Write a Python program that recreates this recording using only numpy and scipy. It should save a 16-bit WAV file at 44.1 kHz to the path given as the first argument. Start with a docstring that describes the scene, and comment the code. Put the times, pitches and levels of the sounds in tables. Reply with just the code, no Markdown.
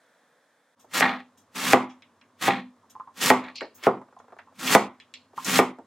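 """A small kitchen: a large knife shreds a cabbage on a wooden board, in seven strokes.
Each stroke crunches through the leaves as thousands of tiny breaks. Then the edge knocks on
the board and makes it ring, and on three strokes it also skids along the wood. Between strokes
the blade taps the cabbage, leaves snap or brush the steel, and shreds drop.
A faint hiss and a low hum lie underneath."""
import sys
import numpy as np
from scipy import signal
from scipy.fft import rfft, irfft, next_fast_len
from scipy.io import wavfile

SR = 44100
rng = np.random.default_rng(int(sys.argv[2]) if len(sys.argv) > 2 else 0)


def to_wav(s):
    """Save 16-bit WAV."""
    ch = np.atleast_2d(s).T  # columns
    pcm = np.round(np.clip(ch, -1, 1) * 32767)  # PCM
    wavfile.write(sys.argv[1], SR, pcm.astype(np.int16))


N = 258426
TIME = np.arange(N) / SR

# Levels in dB are relative. A "t60" is the time in seconds a sound takes to fade by 60 dB.
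# the edge landing on the board: start_s, blow_db, crack_db, brightness_hz, ring_length (1 = undamped)
KNOCKS = [(1.0078, -6.5, -2, 4010, 0.087), (1.7335, 2, 4, 5030, 0.96), (2.4804, -6.5, -14, 2390, 0.92),
          (3.3027, 2, 4, 5130, 1), (3.8682, 0.5, 0.5, 1120, 0.79), (4.7502, 2, 4, 5060, 0.89),
          (5.5897, 1.5, -0.5, 4980, 0.77)]
# the tone that the blade gives to leaves touching it: pitch_hz, level_db
BLADE = [(1400, 0.5), (2000, 6), (2800, 4.5), (3400, -3.5), (3700, 3.5), (4200, -16), (4800, -4),
         (5600, -3.5), (6500, 6), (7400, -10), (8700, 0.5), (10500, -11.5), (13000, 0), (16000, 7)]


def from_db(db):
    """Turn decibels into a gain to multiply by."""
    return 10 ** (np.asarray(db) / 20)


def unit_level(x):
    """Scale a sound so that its average (rms) level is 1."""
    return x / np.sqrt(np.mean(x ** 2) + 1e-20)


def at_hz(points, hz):
    """Read between the rows of a table, with octaves evenly spaced."""
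    points = np.array(points)
    return np.interp(np.log(np.maximum(hz, 1)), np.log(points[:, 0]), points[:, 1])


def colour(x, tone):
    """Make each pitch louder or softer, following a table of pitch_hz, level_db."""
    size = next_fast_len(len(x))
    hz = np.arange(size // 2 + 1) * SR / size
    return irfft(rfft(x, size) * from_db(at_hz(tone, hz)), size)[:len(x)]


def noise(tone, length=N):
    """Steady noise with the given tone, at level 1."""
    return unit_level(colour(rng.standard_normal(length), tone))


def band(x, low_hz, high_hz, order=2):
    """Keep the part of a sound between two pitches."""
    edges = np.clip([low_hz, max(high_hz, low_hz + 20)], [10, 20], [.44 * SR, .45 * SR])
    return signal.sosfilt(signal.butter(order, edges, "band", fs=SR, output="sos"), x)


def keep_side(x, side, hz, order=2):
    """Keep what lies on the "low" or the "high" side of a pitch."""
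    return signal.sosfilt(signal.butter(order, hz, side, fs=SR, output="sos"), x)


def around(hz, octaves):
    """The low and high edges of a band around a pitch."""
    return hz / 2 ** (octaves / 2), hz * 2 ** (octaves / 2)


def fade(t, t60):
    """A gain that jumps to 1 at t = 0 and then dies away."""
    return np.exp(-np.log(1000) * np.maximum(t, 0) / max(t60, 1e-4)) * (t >= 0)


def ring(t, hz, t60):
    """One fading note of a struck object."""
    return np.sin(2 * np.pi * hz * t) * fade(t, t60)


def add(track, start_s, sound):
    """Mix a sound into a track at the given time."""
    start = max(round(start_s * SR), 0)
    track[start:start + len(sound)] += sound[:N - start]


def excite(x, response):
    """Every instant of a sound sets off its own copy of a ring or an echo."""
    return signal.fftconvolve(x, response / np.linalg.norm(response))[:N]


def unevenness(rate_hz, depth_db):
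    """A gain that wanders at random."""
    wander = keep_side(rng.standard_normal(N), "low", rate_hz)
    return from_db(depth_db * unit_level(wander))


def bursts(tone, strength, per_s, spread_db):
    """A stream of tiny breaks or slips, each a click of random size; overall level 1."""
    happens = rng.random(N) < per_s / SR
    sizes = from_db(spread_db * np.minimum(rng.exponential(1, N), 4))
    signs = rng.choice([-1, 1], N)
    return unit_level(colour(happens * sizes * signs * strength, tone))


def touch(edges_hz, t60, rise_s=0.00033, tone=None):
    """A light contact: a short puff of noise in one band, with a peak of 1."""
    t = TIME[:SR // 3]
    hiss = rng.standard_normal(len(t))
    hiss = colour(hiss, tone) if tone else hiss
    sound = band(hiss, *edges_hz, order=3) * fade(t, t60) * (1 - np.exp(-t / rise_s))
    return sound / np.abs(sound).max()


def movement(t, start_s, end_s, entry_t60, release_t60):
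    """The gain of one blade movement: it swells in, holds, then dies away."""
    early = np.maximum(start_s - t, 0) / entry_t60
    late = np.maximum(t - end_s, 0) / release_t60
    return from_db(-60 * np.minimum(early + late, 3))


def slide(start_s, length_s, db, fall_db_per_s, release_t60):
    """The gain of a sliding blade: loudest as it catches, weaker as it slows."""
    slowing = from_db(db - fall_db_per_s * np.clip(TIME - start_s, 0, length_s))
    return slowing * movement(TIME, start_s, start_s + length_s, 0.03, release_t60)


def background(hum_from_s=0.75, fade_in_s=0.04):
    """A faint airy hiss plays until 0.75 s; then the background changes to a low hum over a fainter hiss."""
    # the tones of the hiss and of the hum: pitch_hz, level_db
    air_tone = [(60, -30.5), (140, -13), (280, -3.5), (380, -13), (480, -0.5), (700, -5), (1200, -8),
                (1750, -4), (2300, -14.5), (2900, -22), (3400, -14), (4400, -21.5), (9000, -24),
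                (16000, -39.5)]
    hum_tone = [(30, -20), (65, -18), (92, 7.5), (125, -8), (190, -7), (253, 7), (310, -7.5), (480, -5),
                (800, -8.5), (1080, -3), (1800, -19), (2600, -24), (7000, -27), (15000, -45.5)]
    opening = from_db(-64 - 5.5 * TIME) * (TIME < hum_from_s)
    kitchen = np.clip((TIME - hum_from_s) / fade_in_s, 0, 1)
    air = noise(air_tone) * (opening + from_db(-72) * kitchen)
    hum = noise(hum_tone) * from_db(-64) * kitchen
    return air + hum


def room(x, echo_db, first_s=0.0006, late_s=0.12):
    """Echoes from nearby walls: the bass lasts longest, and late echoes thin out quickly."""
    # how fast the early echoes fade: pitch_hz, t60_s
    echo_times = [(150, 0.61), (1000, 0.14), (3000, 0.4), (7000, 0.28), (14000, 0.17)]
    t, edges = TIME[:SR // 2], np.geomspace(80, 18000, 9)
    tail = np.zeros(len(t))
    for low, high in zip(edges, edges[1:]):
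        t60 = at_hz(echo_times, np.sqrt(low * high))
        tail += band(rng.standard_normal(len(t)), low, high) * fade(t - first_s, t60)
    tail *= fade(np.maximum(t - late_s, 0), t60=0.083)
    return from_db(echo_db) * excite(x, tail)


def near_echoes(x):
    """Very quick echoes change the tone of a sound while keeping its power."""
    # bounces off hard surfaces near the blade (board, pot, bowl): delay_ms, level_db
    echoes = [(0.9, -24.5), (2.3, -24), (3.7, -14), (5.9, -22)]
    out = x.copy()
    for ms, db in echoes:
        add(out, ms / 1000, from_db(db) * x)
    return out / np.sqrt(1 + sum(from_db(db) ** 2 for ms, db in echoes))


def scattered(x):
    """The same sound, smeared as it arrives from the sides."""
    return excite(x, rng.standard_normal(SR // 8) * fade(TIME[:SR // 8], t60=0.056))


def on_steel(x, ring_db=-5, direct_db=-1):
    """Whatever touches the blade sets it ringing briefly."""
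    # the notes of the steel: pitch_hz, level_db, t60_s
    notes = [(1870, -3.5, 0.011), (2376, -6, 0.0067), (3393, -2, 0.045), (4124, -1.5, 0.025),
             (5670, -2, 0.022), (7376, 2, 0.035), (8530, 2.5, 0.0084), (12400, 1, 0.028)]
    ringing = sum(from_db(db) * ring(TIME[:SR // 10], hz, t60) for hz, db, t60 in notes)
    return from_db(direct_db) * x + from_db(ring_db) * excite(x, ringing)


def board(t, vary_db):
    """The board rings after one push; each spot on it favours different notes."""
    # the notes of the undamped board: pitch_hz, level_db, t60_s
    notes = [(135, -22, .3), (185, -17, .22), (210, -15, .28), (253, -6.5, .38), (355, -11, .15),
             (391, -6, .17), (452, -8, .17), (500, -8, .14), (520, -8, .15), (590, -14, .1), (672, -7, .16),
             (712, -8, .14), (796, -5, .15), (869, -8, .16), (1023, -15, .18), (1095, -14, .18),
             (1152, -11, .18), (1206, -12, .18), (1257, -11, .17), (1417, -19, .17), (1480, -19, .17),
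             (1862, -19, .15), (1987, -15, .14), (2306, -19, .12)]
    strengths = from_db(vary_db * rng.standard_normal(len(notes)))
    return sum((-1) ** k * strengths[k] * from_db(db) * ring(t, hz, t60)
               for k, (hz, db, t60) in enumerate(notes))


def through_board(x, ring_db=-15, free_s=0.086):
    """Cutting keeps the board faintly ringing; the weight of cabbage and hand soon damps it."""
    t = TIME[:SR // 2]
    damping = fade(np.maximum(t - free_s, 0), t60=0.2)
    return x + from_db(ring_db) * excite(x, board(t, vary_db=0) * damping)


def brushes():
    """Leaves brush the lifted blade with a soft swish."""
    # each swish: start_s, level_db, pitch_hz, t60_s
    swishes = [(0.793, -52.5, 6480, 0.17), (1.371, -54.5, 6250, 0.19), (1.892, -48, 3070, 0.15),
               (2.896, -48.5, 6220, 0.11), (3.744, -45, 9040, 0.2), (5.356, -56, 3880, 0.4)]
    out = np.zeros(N)
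    for start_s, db, hz, t60 in swishes:
        add(out, start_s, from_db(db) * touch(around(hz, octaves=1.74), t60, rise_s=0.0069, tone=BLADE))
    return out


def drops(tick_db=-24.5, tick_hz=5550):
    """Shreds fall and the cabbage shifts; returns the dull bumps and their crisp ticks."""
    # each contact: start_s, level_db, pitch_hz
    contacts = [(0.845, -43.5, 450), (3.617, -24, 481), (4.015, -36, 630), (4.085, -49, 700),
                (4.126, -46, 690), (4.201, -38, 720), (4.243, -46.5, 692), (4.282, -42, 760),
                (4.303, -48, 788), (4.323, -38, 667), (4.366, -39.5, 640), (4.389, -34.5, 1130),
                (4.526, -47.5, 660), (4.604, -39, 750), (5.334, -43, 606), (5.786, -34, 470)]
    bumps, ticks = np.zeros(N), np.zeros(N)
    for start_s, db, hz in contacts:
        t60 = 0.065 * 2 ** ((db + 44) / 17)  # heavier contacts ring longer: twice as long per 17 dB
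        bump = touch(around(hz, octaves=1.77), t60, rise_s=0.00054)
        tick = touch(around(tick_hz, octaves=1.77), t60=0.0067)
        add(bumps, start_s - .001, from_db(db) * bump)
        add(ticks, start_s, from_db(db + tick_db) * tick)
    return bumps, ticks


def taps():
    """The blade is set against the cabbage: a hollow tap that always leaves the same brief note."""
    # each tap: start_s, level_db, pitch_hz
    contacts = [(2.833, -54, 1030), (2.954, -34.5, 980), (3, -30, 1082), (3.075, -38.5, 985),
                (4.167, -41.5, 860), (4.473, -48, 1040), (5.379, -23, 1060)]
    out = np.zeros(N)
    for start_s, db, hz in contacts:
        tap = touch((0.83 * hz, 1.17 * hz), t60=0.09, rise_s=0.0024)
        note = from_db(-3) * ring(TIME[:len(tap)], hz=1045, t60=0.12)
        add(out, start_s - .001, from_db(db) * (tap + note))
    return out


def snaps():
    """Single leaves snap on the steel: a short crack, then leaf and steel ring on."""
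    # each breaking leaf: start_s, level_db, pitch_hz
    breaks = [(2.022, -44.5, 2700), (2.213, -49, 2070), (3.441, -42.5, 2900), (3.557, -37, 4400),
              (3.608, -26.5, 1530), (3.837, -30, 3040), (4.189, -56, 4500), (4.386, -54, 3380),
              (4.674, -20, 3000), (5.0, -39.5, 3040), (5.139, -33.5, 3306), (5.446, -24.5, 6600),
              (5.556, -14.5, 2400)]
    out = np.zeros(N)
    for start_s, db, hz in breaks:
        crack = touch(around(hz, octaves=1.96), t60=0.0067)
        tail = touch(around(hz, octaves=1.1), t60=0.13, tone=BLADE)
        add(out, start_s, from_db(db) * (crack + from_db(-2) * tail))
    return out


def scrape():
    """The flat of the blade rubs the wet cut face with a short, bright zing."""
    # each rub: start_s, length_s, level_db
    rubs = [(3.562, 0.067, -38), (5.148, 0.022, -53.5)]
    # the tone of rubbed steel: pitch_hz, level_db
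    steel_tone = [(1500, -51), (2100, 14), (2700, 17), (3500, 11.5), (4200, 24), (5200, 13.5), (6300, 0.5),
                  (7200, -94), (12000, -70)]
    grip = unevenness(rate_hz=55, depth_db=4.0)
    slips = bursts(steel_tone, grip, per_s=5000, spread_db=1.5)
    gain = sum(slide(*rub, fall_db_per_s=195, release_t60=0.18) for rub in rubs)
    return from_db(1.5) * slips * gain


def skid():
    """The edge sticks and slips over the grain of the wood: it judders, rasps and pushes the board."""
    # each skid: start_s, length_s, judder_db, rasp_db, push_db, fall_db_per_s
    skids = [(1.024, 0.18, -19.5, -15.5, -24, 164), (2.472, 0.13, -26.5, -17.5, -22, 164),
             (3.43, 0.071, -47, -41.5, -50, 11.5)]
    # the tones of the low judder and the higher rasp: pitch_hz, level_db
    judder_tone = [(60, -55), (150, -34), (330, -3), (420, -12), (550, -2.5), (750, 2.5), (1100, 1.5),
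                   (1550, 1), (2100, 0), (4000, -60), (9000, -45)]
    rasp_tone = [(300, -58), (1000, -21), (1800, 3), (2400, 1.5), (3000, -8), (3500, -5.5), (4100, -8.5),
                 (4900, -20), (7000, -30), (10000, -44), (16000, -54.5)]

    def gain(column, release_t60):
        """The loudness of one layer over all skids."""
        return sum(slide(row[0], row[1], row[column], row[-1], release_t60) for row in skids)

    grain = unevenness(rate_hz=96, depth_db=2.16)
    judder = bursts(judder_tone, grain, per_s=2200, spread_db=0.88) * gain(column=2, release_t60=0.032)
    rasp = bursts(rasp_tone, grain, per_s=2500, spread_db=1.33) * gain(column=3, release_t60=0.1)
    push = board_push(grain, per_s=2200, spread_db=2.5) * gain(column=4, release_t60=0.09)
    return from_db(1.4) * judder + from_db(-6.5) * rasp + from_db(-7) * push


def board_push(strength, per_s, spread_db):
    """Many tiny jolts shake the board into a low rumble."""
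    # the tone of the pushed board: pitch_hz, level_db
    push_tone = [(40, -45.5), (95, -28), (135, -0.5), (185, 5.5), (220, 3), (253, 5), (285, -12.5),
                 (450, -27.5), (2000, -77)]
    return bursts(push_tone, strength, per_s, spread_db)


def knocks():
    """The edge cracks on the wood; a millisecond later the whole blade lands and the board rings."""
    # the many close notes of board and table, merged into a woody noise: pitch_hz, level_db
    wood_tone = [(40, -36.5), (90, -33.5), (170, -3), (300, 4.5), (450, -7), (850, 7), (1250, 3.5),
                 (1650, -14), (2100, -2.5), (2800, -18.5), (3400, -15.5), (4500, -30.5), (12000, -50)]
    out, t = np.zeros(N), TIME[:SR // 2]
    landed = t - .0011
    crack = ring(t, hz=2100, t60=0.0041)
    thud = ring(landed, hz=610, t60=0.0039)
    for start_s, blow_db, crack_db, brightness_hz, ring_length in KNOCKS:
        wood = noise(wood_tone, len(t)) * fade(landed, t60=0.31)
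        ringing = from_db(-13) * board(landed, vary_db=3.5) + from_db(-19) * wood
        # a blade that stays pressed down damps the ring
        damping = fade(landed, t60=0.42) ** (1 / np.clip(ring_length, .1, 1) - 1)
        blow = from_db(5) * thud + damping * ringing
        knock = from_db(crack_db) * crack + from_db(blow_db) * blow
        add(out, start_s, keep_side(knock, "low", brightness_hz))  # a soft contact sounds duller
    return keep_side(out, "high", hz=190)  # the small board gives off little bass


def stroke_gain(column, release_t60, swell_share=1, sink_s=0.017):
    """One layer's loudness: the edge grazes the outer leaf, sinks in, then swells until it lands."""
    # each cut, with levels at its middle: touch_s, bite_s, crackle_db, tearing_db, push_db, swell_db
    strokes = [(0.921, 0.944, -28.5, -24, -36.5, 3), (1.542, 1.559, -31.5, -26.5, -37, 11),
               (2.404, 2.422, -31.5, -24.5, -38.5, 2), (3.173, 3.216, -24.5, -22.5, -35, 3),
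               (3.785, 3.836, -46.5, -32, -68, 3.5), (4.554, 4.597, -31, -27.5, -34.5, 23.5),
               (5.374, 5.464, -26, -24, -31.5, 8.5)]
    gain = np.zeros(N)
    for stroke, knock in zip(strokes, KNOCKS):
        touch_s, bite_s, *_, swell_db = stroke
        land_s = knock[0]
        near = np.abs(TIME - land_s) < .5
        t = TIME[near]
        graze_db = np.interp(t, [touch_s, bite_s], [-8, 0])
        sink_db = np.interp(t, [bite_s - sink_s, bite_s], [-14.5, 0])
        growth_db = swell_share * swell_db * np.interp(t, [bite_s, land_s], [-.5, .5])
        moving = movement(t, touch_s, land_s, entry_t60=0.08, release_t60=release_t60)
        gain[near] += from_db(stroke[column] + graze_db + sink_db + growth_db) * moving
    return gain


def crunch():
    """Cells burst, ribs tear and the cabbage shakes the board as the blade passes leaf after leaf."""
    # the tones of fine crackle and coarse tearing: pitch_hz, level_db
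    crackle_tone = [(1500, -2.5), (3000, 3.5), (4500, 1.5), (7000, 1.5), (10000, -4), (13000, -5),
                    (16000, -12.5)]
    tearing_tone = [(100, -21), (200, -12), (400, -6.5), (650, -7), (900, -2.5), (1300, -0.5), (1650, 0),
                    (2100, -0.5), (3000, -4.5), (4200, -9.5), (8000, -26)]
    leaves = unevenness(rate_hz=55, depth_db=1.1)
    crackle = bursts(crackle_tone, leaves, per_s=7000, spread_db=3.2)
    crackle *= stroke_gain(column=2, release_t60=0.045)
    tearing = bursts(tearing_tone, leaves, per_s=3500, spread_db=3.0)
    tearing *= stroke_gain(column=3, release_t60=0.07)
    push = board_push(leaves, per_s=2800, spread_db=2.0)
    push *= stroke_gain(column=4, release_t60=0.08, swell_share=0.66)  # grows less than the leaf noise
    return from_db(-0.76) * crackle + from_db(-3.77) * tearing + from_db(-1.5) * push


def scene():
    """Everything happens at one spot; the bass is centred, the crackle sprays to both sides."""
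    # how strongly each pitch spreads sideways: pitch_hz, level_db
    width = [(60, -14), (130, -38), (260, -36.5), (500, -18.5), (1000, -15), (2000, -15.5), (4000, -8),
             (8000, -4), (14000, 1.5)]
    cutting = through_board(near_echoes(crunch() + skid() + scrape()))
    blows = knocks()
    bumps, ticks = drops()
    handling = taps() + bumps + on_steel(snaps() + brushes() + ticks)
    echoes = room(cutting + handling, echo_db=-14.5) + room(blows, echo_db=-15)
    rest = blows + handling + echoes + background()
    middle = cutting + rest
    spray = crunch() + skid() + scrape()  # fresh random clicks make the sound wide
    side = colour(from_db(-3.5) * spray + from_db(2) * scattered(rest), width)
    return np.array([middle + side, middle - side])


def record(dry, low_cut_hz=98, high_cut_hz=16000):
    """Cut the rumble, let the hardest knocks overload, then cut the highest treble."""
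    lean = keep_side(dry, "high", low_cut_hz, order=7)
    treble_cut = signal.ellip(10, .1, 70, high_cut_hz, fs=SR, output="sos")
    return signal.sosfilt(treble_cut, np.clip(lean, -1, 1))


dry = scene()
out = record(dry)
to_wav(out)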